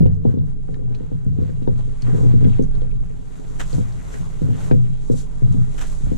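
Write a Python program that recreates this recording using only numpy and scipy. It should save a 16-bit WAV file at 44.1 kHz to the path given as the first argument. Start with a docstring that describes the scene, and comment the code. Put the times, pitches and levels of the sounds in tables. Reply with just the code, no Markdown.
"""Inside an upturned canoe settled on a walker's shoulders and carried along a sandy lake shore.
Close-set bumps and rubs come first: roughened decaying modes for bumps, stick-slip grains through them for rubs.
Low flexing tones and rumble sway beneath; short clicks, as of buckles, are bursts of filtered noise.
The pack's rustle, coloured random grains, builds unevenly from faint; a loud swish falls near 3.7 s.
Boots crunch sand grains from 3.6 s; a hard knock lands at 4.7 s and lesser ones follow to the end."""
import sys
import numpy as np
from scipy import signal
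from scipy.fft import rfft, irfft
from scipy.io import wavfile
from scipy.ndimage import uniform_filter1d, minimum_filter1d

SR = 44100
rng = np.random.default_rng(int(sys.argv[2]) if len(sys.argv) > 2 else 0)


def unload_wav(signal):
    """Save mono or channel-first audio to the path in sys.argv[1] as 16-bit WAV at rate SR, clipped to [-1, 1]."""
    wavfile.write(
        sys.argv[1],
        SR,
        np.round(np.clip(np.atleast_2d(signal).T, -1, 1) * 32767).astype(np.int16),
    )


N = 272097

# Flex of the hull along its length. Each row: time in seconds, level in dB.
FLEX = [(0.0, -31.5), (0.05, -24), (0.26, -32), (0.34, -55), (0.5, -25), (1.37, -38), (1.42, -46),
        (1.6, -28.5), (2.29, -28), (2.7, -19), (3.35, -37.5), (3.61, -25.5), (4.07, -40.5), (4.4, -28),
        (4.48, -44), (4.62, -30), (6.0, -25), (6.17, -29.5)]
# Sideways lurches. Each row: start in seconds, length in seconds, rumble level in dB.
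LURCHES = [(0, 0.16, -31), (2.732, 0.27, -25), (3.587, 0.6, -32.5), (5.75, .25, -30), (6.013, 0.11, -20)]
# Spectrum of the rocking rumble. Each row: frequency in Hz, relative level in dB.
ROCK_COLOUR = [(10, 36.5), (18, -3), (25, 34.5), (34, 48), (43, 26.5), (60, 35.5), (80, 37.5), (110, 3),
               (220, -39.5)]
# Steady rustle of the walker. Each row: time in seconds, nylon level in dB, sand and cloth level in dB.
PACE = [(0, -81.5, -69), (.6, -77.5, -68.5), (1.25, -71.5, -61), (2, -64, -56), (2.6, -69.5, -59),
        (3, -69.5, -60), (3.55, -59, -52.5), (4.45, -59, -51.5), (4.95, -65.5, -57.5), (5.4, -63, -55),
        (6.15, -59, -51.5)]
# Strokes of sleeve and trouser against the pack. Each row: peak in seconds, half length in seconds,
# nylon swish level in dB, scuff level in dB.
STROKES = [(0.038, 0.058, -69.5, -53), (.14, 0.038, -68.5, -61), (0.297, 0.071, -68.5, -55.5),
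           (0.486, 0.061, -70.5, -61.5), (0.724, 0.1, -70.5, -62), (1.02, 0.17, -72, -58),
           (1.461, 0.075, -67.5, -53.5), (1.796, 0.031, -64, -49), (2.083, 0.064, -61, -49),
           (2.194, 0.085, -55.5, -48), (2.302, 0.035, -63, -47), (2.478, 0.18, -62, -49.5),
           (2.8, 0.083, -68.5, -53.5), (3.354, 0.042, -65.5, -57), (3.74, 0.083, -50, -48.5),
           (4.163, 0.12, -56, -49), (4.636, 0.09, -52.5, -44), (5.066, 0.052, -60.5, -75),
           (5.13, .015, -52.5, -55), (5.191, 0.047, -48, -58), (5.55, 0.064, -65, -55),
           (5.883, 0.15, -52, -55)]
# Spectrum of nylon swish. Each row: frequency in Hz, relative level in dB.
SWISH_COLOUR = [(1500, -24), (3000, -10), (3900, -5.5), (4700, -8), (5400, -6), (6400, 0), (7700, 0),
                (8400, -5.5), (10000, -9.5), (11300, -18), (13000, -28), (15000, -42)]
# Spectra of the dull and bright nylon parts. Each row: frequency in Hz, relative level in dB.
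BRUSH_COLOUR = [(1500, -18), (2800, -3), (4000, 0), (4800, -5), (7000, -18)]
SIZZLE_COLOUR = [(8000, -14), (10000, 0), (12000, -3), (13500, -8), (15000, -28)]
# Spectrum of cloth and sand scuffing. Each row: frequency in Hz, relative level in dB.
SCUFF_COLOUR = [(300, 2.5), (700, 0), (1100, -2), (1550, -4.5), (1720, -8.5), (1900, -6), (2300, -10),
                (3800, -13), (4800, -22), (9000, -78.5), (14000, -81)]
# Boots digging into sand. Each row: start in seconds, level in dB, decay length in seconds.
STEPS = [(3.593, -30.5, 0.028), (3.612, -48, 0.049), (3.718, -55, .026), (4.116, -45.5, 0.05),
         (5.776, -39, 0.025), (5.8, -36, 0.047)]
# Spectrum of crunching sand. Each row: frequency in Hz, relative level in dB.
SAND_COLOUR = [(400, 0.5), (1000, -2.5), (1500, 1), (1850, -1), (2300, -6), (3000, -3.5), (3900, -9),
               (4500, -14.5), (7200, -4), (10000, -18.5), (11300, -32), (13300, -20), (15000, -29)]
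# Short clicks: buckles, fittings, a sand crunch, the crack of a hard knock.
# Each row: time in seconds, level in dB, ring frequency in Hz.
CLICKS = [(.017, -65, 7600), (0.06, -53.5, 2800), (.062, -63, 7100), (.385, -68, 3500), (0.683, -59, 1380),
          (0.742, -55.5, 1790), (0.741, -57.5, 3760), (0.945, -58, 2480), (.948, -52.5, 4070),
          (1.244, -66, 7340), (1.498, -56.5, 1490), (1.627, -64.5, 3840), (1.674, -59.5, 3550),
          (2.0201, -47.5, 4440), (2.02, -54, 6640), (2.229, -56, 2100), (2.442, -49, 3310),
          (2.44, -45.5, 1570), (2.448, -50.5, 1980), (2.534, -54, 2560), (2.623, -55, 6440),
          (2.636, -56.5, 6450), (2.751, -61, 4200), (2.814, -59, 3170), (2.91, -55, 2470),
          (3.598, -39, 1880), (3.729, -46.5, 4200), (3.923, -58, 4230), (4.14, -45, 1880),
          (4.71, -36.5, 1610), (4.713, -45, 2470), (4.714, -51, 3820), (5.524, -54.5, 6500)]
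# Likeness of left and right in airborne sound. Each row: frequency in Hz, correlation from -1 to 1.
LIKENESS = [(300, -.6), (700, -.5), (1400, -.2), (2300, .1), (3600, .55), (6500, .25), (9000, .05),
            (14000, 0)]
# Hull modes. Each row: frequency in Hz, 60 dB decay time in seconds, relative level in dB rocking
# the two ports against each other, relative level in dB moving them together.
HULL = [(57, 0.35, -6, -28), (81, 0.25, -2.5, -32), (97.1, 0.79, -17.5, -14), (120.07, 0.76, 0.5, -16.5),
        (126.7, 0.29, -3.5, -13), (150.4, 0.65, -19, -12.5), (165.3, 0.25, -14.5, -13),
        (196.4, 0.18, -20.5, -9), (236, 0.26, 1, -17), (258.9, 0.15, -5, -7.5), (305, 0.023, 17, -36),
        (319, 0.021, 2.5, -49), (374.6, 0.099, 3, -11.5), (428.6, 0.17, -4, -21), (448, 0.066, -12, -4),
        (493.6, 0.13, 3, -14), (558, 0.058, -26, -19.5), (615, 0.07, -0.5, -20.5), (674, 0.072, -0.5, -11),
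        (791, 0.052, 10.5, -5), (920, 0.045, 11.5, -9.5), (1210, 0.044, -11, -10), (1550, 0.033, 0.5, -7.5),
        (1912, 0.025, -10, -9)]
# Longer slides of the yoke over the shoulders. Each row: start in seconds, length in seconds,
# panel chatter level in dB, shell drone level in dB.
SLIDES = [(0, 0.035, -43, -2), (0.272, 0.078, -40, -17), (0.715, 0.24, -37, -27.5),
          (2.063, 0.25, -28.5, -18.5), (2.405, .05, -28, -17), (2.75, 0.24, -62, -24),
          (3.738, 0.087, -38, -16.5), (4.42, 0.13, -35.5, -24), (4.562, 0.11, -55, -19.5),
          (5.442, 0.18, -42, -14.5), (6.032, 0.093, -40, -21.5)]
# Bumps on the hull. Each row: time in seconds, shell boom level in dB, panel knock level in dB,
# contact hardness in dB per octave, stiff rim clack level in dB.
KNOCKS = [(0.004, -10, -16, -9, -32), (0.025, -12.5, -14.5, -2, -50), (0.055, -17.5, -20.5, 1.5, -35.5),
          (0.249, -15, -14.5, -4.5, -30.5), (0.337, -44, -21.5, -10.5, -63), (0.37, -14, -25, -7, -50),
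          (0.686, -22, -31.5, -2.5, -45.5), (0.789, -24.5, -39, 23, -81), (1.003, -24, -30.5, -4.5, -63),
          (1.114, -21.5, -29, -1.5, -46), (1.261, -15, -30.5, -16, -55), (1.384, -14.5, -23, -13.5, -54),
          (1.417, -37, -24.5, -4.5, -63), (1.49, -22.5, -32.5, 9, -56), (1.617, -37, -28.5, -13, -54),
          (1.673, -14, -18, 1.5, -32.5), (2.025, -18, -36, -9, -60), (2.08, -28, -25, -7.5, -64),
          (2.143, -20, -22, -3.5, -54), (2.201, -14, -26.5, -3, -55), (2.245, -15, -25.5, -2, -67),
          (2.335, -12.5, -18.5, -9.5, -67), (2.425, -11.5, -23, -7, -46), (2.447, -14.5, -14, -11, -39),
          (2.591, -21, -13, -6, -39.5), (2.816, -52, -31, 8, -50), (3.727, -17, -31.5, 5, -63),
          (3.779, -31, -23.5, -4, -39), (4.18, -24.5, -53, 2, -66), (4.414, -14, -22.5, -5.5, -60),
          (4.484, -21, -24.5, -10.5, -62), (4.71, -11, -12.5, -2, -25), (5.096, -16, -15, 2.5, -45),
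          (5.418, -13.5, -29, -2, -48), (5.47, -21, -48, -2, -66), (5.542, -21, -24, -19, -58),
          (5.589, -52, -36, -19, -62), (6.067, -30.5, -32.5, -19, -41), (6.114, -25, -21, -9.5, -46)]

# Mode range of each hull part: above the first Hz, up to the second.
SHELL, PANELS, RIM = (0, 190), (190, 575), (575, 3000)

LURCH_ATTACK_S, LURCH_RELEASE_S, ROCK_REST_DB = 0.056, 0.074, -38.5
STROKE_SHAPE = 1.93  # 1 = pointed swell, 2 = rounded
WALKING_SWISH_DB = -60
BRUSH_DB, SIZZLE_DB = -73.5, -73  # at walking swish level
BRUSH_GROWTH, SIZZLE_GROWTH = 0.5, 0.9  # dB per dB of swish
SLIDE_ATTACK_S, SLIDE_RELEASE_S = 0.0075, 0.043
CREEP_CHATTER_DB, CREEP_DRONE_DB = -42.5, -29.5  # the yoke never sits quite still
# Rubbing after a bump: levels relative to the bump, decay time constant.
SETTLE_CHATTER_DB, SETTLE_DRONE_DB, SETTLE_S = -23, -2.5, 0.12
TOP_HZ = 15000

TIME = np.arange(N) / SR
BINS = np.fft.rfftfreq(N, 1 / SR) + 1e-3  # Hz, kept off zero for the logs


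def undb(db):
    """Decibels to gain."""
    return 10 ** (np.asarray(db) / 20)


def unit(x):
    """Scale to rms 1."""
    return x / np.sqrt(np.mean(x ** 2))


def curves(table):
    """Each column of a timed table, sample by sample."""
    s, *columns = np.transpose(table)
    return [np.interp(TIME, s, column) for column in columns]


def over_bins(points):
    """Join (Hz, value) points on a log-frequency axis."""
    hz, value = np.transpose(points)
    return np.interp(np.log(BINS), np.log(hz), value)


def colour(x, points):
    """Shape the spectrum of x, then scale to rms 1."""
    return unit(irfft(rfft(x) * undb(over_bins(points)), N))


def add(track, s, sound):
    """Mix a sound into a track at time s."""
    i = max(int(s * SR), 0)
    track[..., i:i + sound.shape[-1]] += sound[..., :N - i]


def grains(rate_hz, spread_db, channels=2):
    """Random tiny slips, a few much larger than the rest."""
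    size = undb(spread_db * np.minimum(rng.exponential(size=(channels, N)), 4))
    slips = rng.random((channels, N)) < rate_hz / SR
    return slips * size * rng.standard_normal((channels, N))


def walk(rate_hz):
    """Smooth random wander, spread near 1."""
    return np.interp(TIME * rate_hz, np.arange(2000), rng.standard_normal(2000)) * 1.2


def shimmer(x, depth_db, rate_hz):
    """Let each half-octave band of x waver alone, as the rubbing spot moves."""
    spectrum, out = rfft(x), 0
    place = np.clip(2 * np.log2(BINS / 800), 0, 5)
    for k in range(6):
        band = irfft(spectrum * np.maximum(1 - np.abs(place - k), 0), N)
        out = out + band * undb(depth_db * walk(rate_hz))
    return unit(out)


def gesture(start_s, length_s, attack_s, release_s):
    """Linear attack, hold and exponential release of one movement."""
    age_s = np.maximum(TIME - start_s, 0)
    return np.minimum(age_s / attack_s, 1) * np.exp(-np.maximum(age_s - length_s, 0) / release_s)


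def together_db(rest_db, movements):
    """Level of (dB, envelope) movements on top of a resting level; their powers add."""
    power = sum((undb(db) * shape) ** 2 for db, shape in movements)
    return 10 * np.log10(undb(rest_db) ** 2 + power)


def airborne(pair):
    """Weight two unrelated sounds as the mid and side of sound arriving through the air."""
    correlation = np.clip(over_bins(LIKENESS), -.9, .9)
    side_gain = np.sqrt((1 - correlation) / (1 + correlation))
    return np.array([pair[0], irfft(rfft(pair[1]) * side_gain, N)])


def left_right(pair):
    """Mid and side to left and right."""
    mid, side = pair
    return np.array([mid + side, mid - side])


def swaying(first_hz=17.7, second_hz=34.5, wander=0.0832, second_db=-12):
    """The long hull flexes in two deep bending modes and rocks sideways in a rumble at each lurch."""
    def mode(hz):
        wandering_hz = hz * (1 + wander * walk(21.0))
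        return np.sqrt(2) * np.exp(2j * np.pi * np.cumsum(wandering_hz) / SR)

    flex_db, = curves(FLEX)
    lurches = [(db, gesture(s, length_s, LURCH_ATTACK_S, LURCH_RELEASE_S)) for s, length_s, db in LURCHES]
    rock_gain = undb(together_db(ROCK_REST_DB, lurches))
    first = mode(first_hz) * undb(flex_db + 0.75 * walk(5.4))
    second = mode(second_hz) * undb(flex_db + second_db + 2.5 * walk(11))
    heave, rock = (colour(rng.standard_normal(N), ROCK_COLOUR) * rock_gain for _ in range(2))
    flex = first + second
    mid = flex.real + undb(-5) * heave
    # the ports move out of step, the right one further
    side = (flex * np.exp(2.2j)).real + rock
    return np.array([mid, side])


def rustling():
    """Nylon slides in fine grains and scuffs join; its dull and bright parts grow more slowly than its body as
    it swells."""
    nylon_rest_db, scuff_rest_db = curves(PACE)
    swells = [np.exp(-np.abs((TIME - s) / half_s) ** STROKE_SHAPE) for s, half_s, _, _ in STROKES]
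    strokes = np.array(STROKES)
    swish_db = together_db(nylon_rest_db, zip(strokes[:, 2], swells))
    scuff_db = together_db(scuff_rest_db, zip(strokes[:, 3], swells))
    above_walking_db = swish_db - WALKING_SWISH_DB
    swish = colour(grains(14000, 2.2), SWISH_COLOUR)
    brush = colour(grains(9000, 2.2), BRUSH_COLOUR)
    sizzle = colour(grains(6000, 2.6), SIZZLE_COLOUR)
    scuff = shimmer(colour(grains(6000, 2.4), SCUFF_COLOUR), depth_db=2.2, rate_hz=28)
    nylon = swish * undb(swish_db)
    nylon = nylon + brush * undb(BRUSH_DB + BRUSH_GROWTH * above_walking_db)
    nylon = nylon + sizzle * undb(SIZZLE_DB + SIZZLE_GROWTH * above_walking_db)
    # the fabric catches and lets go, so its level flutters
    flutter = undb(0.69 * walk(65))
    return airborne(nylon * flutter + scuff * undb(scuff_db))


def footsteps():
    """Sand grains crunch past each other as a boot sinks in."""
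    weight = np.zeros(N)
    for s, db, length_s in STEPS:
        age = np.maximum(TIME - s, 0) / length_s
        weight += undb(db) * (1 - np.exp(-age * 4)) * np.exp(-age ** 2)
    crunch = shimmer(colour(grains(4000, 2.4), SAND_COLOUR), depth_db=1.4, rate_hz=120)
    return airborne(crunch) * weight


def clicks(t60_s=0.06, rise_s=0.0006, crack_gain=1.6):
    """Short clicks: a quick octave-wide crack of noise excites one brief narrow ring."""
    out = np.zeros((2, N))
    t = np.arange(SR // 10) / SR
    fade = np.exp(-np.log(1000) * t / t60_s)
    rise = 1 - np.exp(-t / rise_s)
    for s, db, hz in CLICKS:
        octave = [hz / np.sqrt(2), hz * np.sqrt(2)]
        crack_band = signal.butter(2, octave, "band", fs=SR, output="sos")
        snap = unit(signal.sosfilt(crack_band, rng.standard_normal((2, len(t)))))
        ring = unit(signal.lfilter(*signal.iirpeak(hz, 14, fs=SR), snap))
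        # the crack fades twice as fast as the ring
        add(out, s, undb(db) * (ring + crack_gain * snap * fade) * rise * fade)
    return airborne(out)


def hull_ring(part, hardness_db=0, scatter_db=0, detune=0, rough=0, push_s=0.0029):
    """Mid and side of one hull part's decaying modes after one push, side at rms 1 over its first moments."""
    t = np.arange(int(.6 * SR)) / SR
    out = np.zeros((2, len(t)))
    for k, (hz, t60_s, side_db, mid_db) in enumerate(HULL):
        if not part[0] < hz <= part[1]:
            continue
        # the place of contact changes each mode's share, the load its pitch
        share, bend = rng.standard_normal(2)
        gain = undb(scatter_db * share + hardness_db * np.log2(hz / 350))
        n = min(int(t60_s * SR), len(t))
        # crowded neighbours make each ring beat unevenly
        knots = rng.standard_normal(100) + 1j * rng.standard_normal(100)
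        beat = np.interp(t[:n] * hz / 4, np.arange(100), knots)
        decay_per_s = np.log(1000) / t60_s
        ring = np.exp((2j * np.pi * hz * (1 + detune * bend) - decay_per_s) * t[:n])
        ring = ring * (1 + rough * beat)
        # bending waves disperse, so panel and rim modes do not start in step
        ring *= gain * np.exp(-1j * k * (0 if part == SHELL else 1.2))
        out[:, :n] += np.array([undb(mid_db) * ring.real, undb(side_db) * ring.imag])
    out *= 1 - np.exp(-(t / push_s) ** 2)
    first_moments = SR // (20 if part == SHELL else 40)
    return out / np.sqrt(np.mean(out[1, :first_moments] ** 2))


def rubbing(rim_db=-16):
    """The yoke sticks and slips as it creeps, slides and settles after bumps; the hull answers each slip."""
    chatter, drone = [], []
    for s, length_s, chatter_db, drone_db in SLIDES:
        slide = gesture(s, length_s, SLIDE_ATTACK_S, SLIDE_RELEASE_S)
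        chatter.append((chatter_db, slide))
        drone.append((drone_db, slide))
    for s, boom_db, knock_db, _, _ in KNOCKS:
        settle = gesture(s, 0, SLIDE_ATTACK_S, SETTLE_S)
        chatter.append((knock_db + SETTLE_CHATTER_DB, settle))
        drone.append((boom_db + SETTLE_DRONE_DB, settle))
    chatter_db = together_db(CREEP_CHATTER_DB, chatter)
    drone_db = together_db(CREEP_DRONE_DB, drone)
    out = 0
    for part, db in ((PANELS, chatter_db), (SHELL, drone_db), (RIM, chatter_db + rim_db)):
        slips = grains(500, 2.7, channels=1) * undb(1.33 * walk(27))
        response = hull_ring(part, hardness_db=-1, detune=0.0095, rough=1.0)
        ring = signal.fftconvolve(slips, response)[:, :N]
        out = out + ring / ring[1].std() * undb(db)
    return out


def bumps(slide_db=-11):
    """Each bump clacks on the rim, knocks the panels, slides on for a moment and sets the whole shell booming."""
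    out = np.zeros((2, N))
    for s, boom_db, knock_db, hardness_db, clack_db in KNOCKS:
        boom = hull_ring(SHELL, scatter_db=1.52, detune=0.0027, rough=0.066, push_s=0.01)
        add(out, s, undb(boom_db) * boom)
        knock = hull_ring(PANELS, hardness_db, scatter_db=1.2, detune=.015, rough=.35, push_s=.0045)
        add(out, s, undb(knock_db) * knock)
        slide_s = s + rng.uniform(0.01183, 0.0303)
        slide = hull_ring(PANELS, hardness_db - 6.5, scatter_db=3.4, detune=0.02, rough=1.0, push_s=0.0068)
        add(out, slide_s, undb(knock_db + slide_db) * slide)
        clack = hull_ring(RIM, 2 * hardness_db - 8, scatter_db=1.5, detune=0.02, rough=0.9, push_s=0.0023)
        add(out, s, undb(clack_db) * clack)
    return out


def scene():
    """Bumps and rubs shake the microphone directly, the left port a little more; the rest is mixed evenly."""
    lean_db = 0.72
    rest = left_right(swaying() + rustling() + footsteps() + clicks())
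    hull = left_right(rubbing() + bumps()) * undb([[lean_db], [-lean_db]])
    return rest + hull


def record(dry):
    """A limiter ducks both channels around peaks above 0.92; a steep low-pass cuts the top."""
    hold = SR // 80  # samples
    allowed = np.minimum(1, .92 / (np.abs(dry).max(axis=0) + 1e-9))
    gain = uniform_filter1d(minimum_filter1d(allowed, hold), hold)
    low_pass = signal.ellip(10, .2, 80, TOP_HZ, fs=SR, output="sos")
    return signal.sosfilt(low_pass, dry * gain)


dry = scene()
out = record(dry)
unload_wav(out)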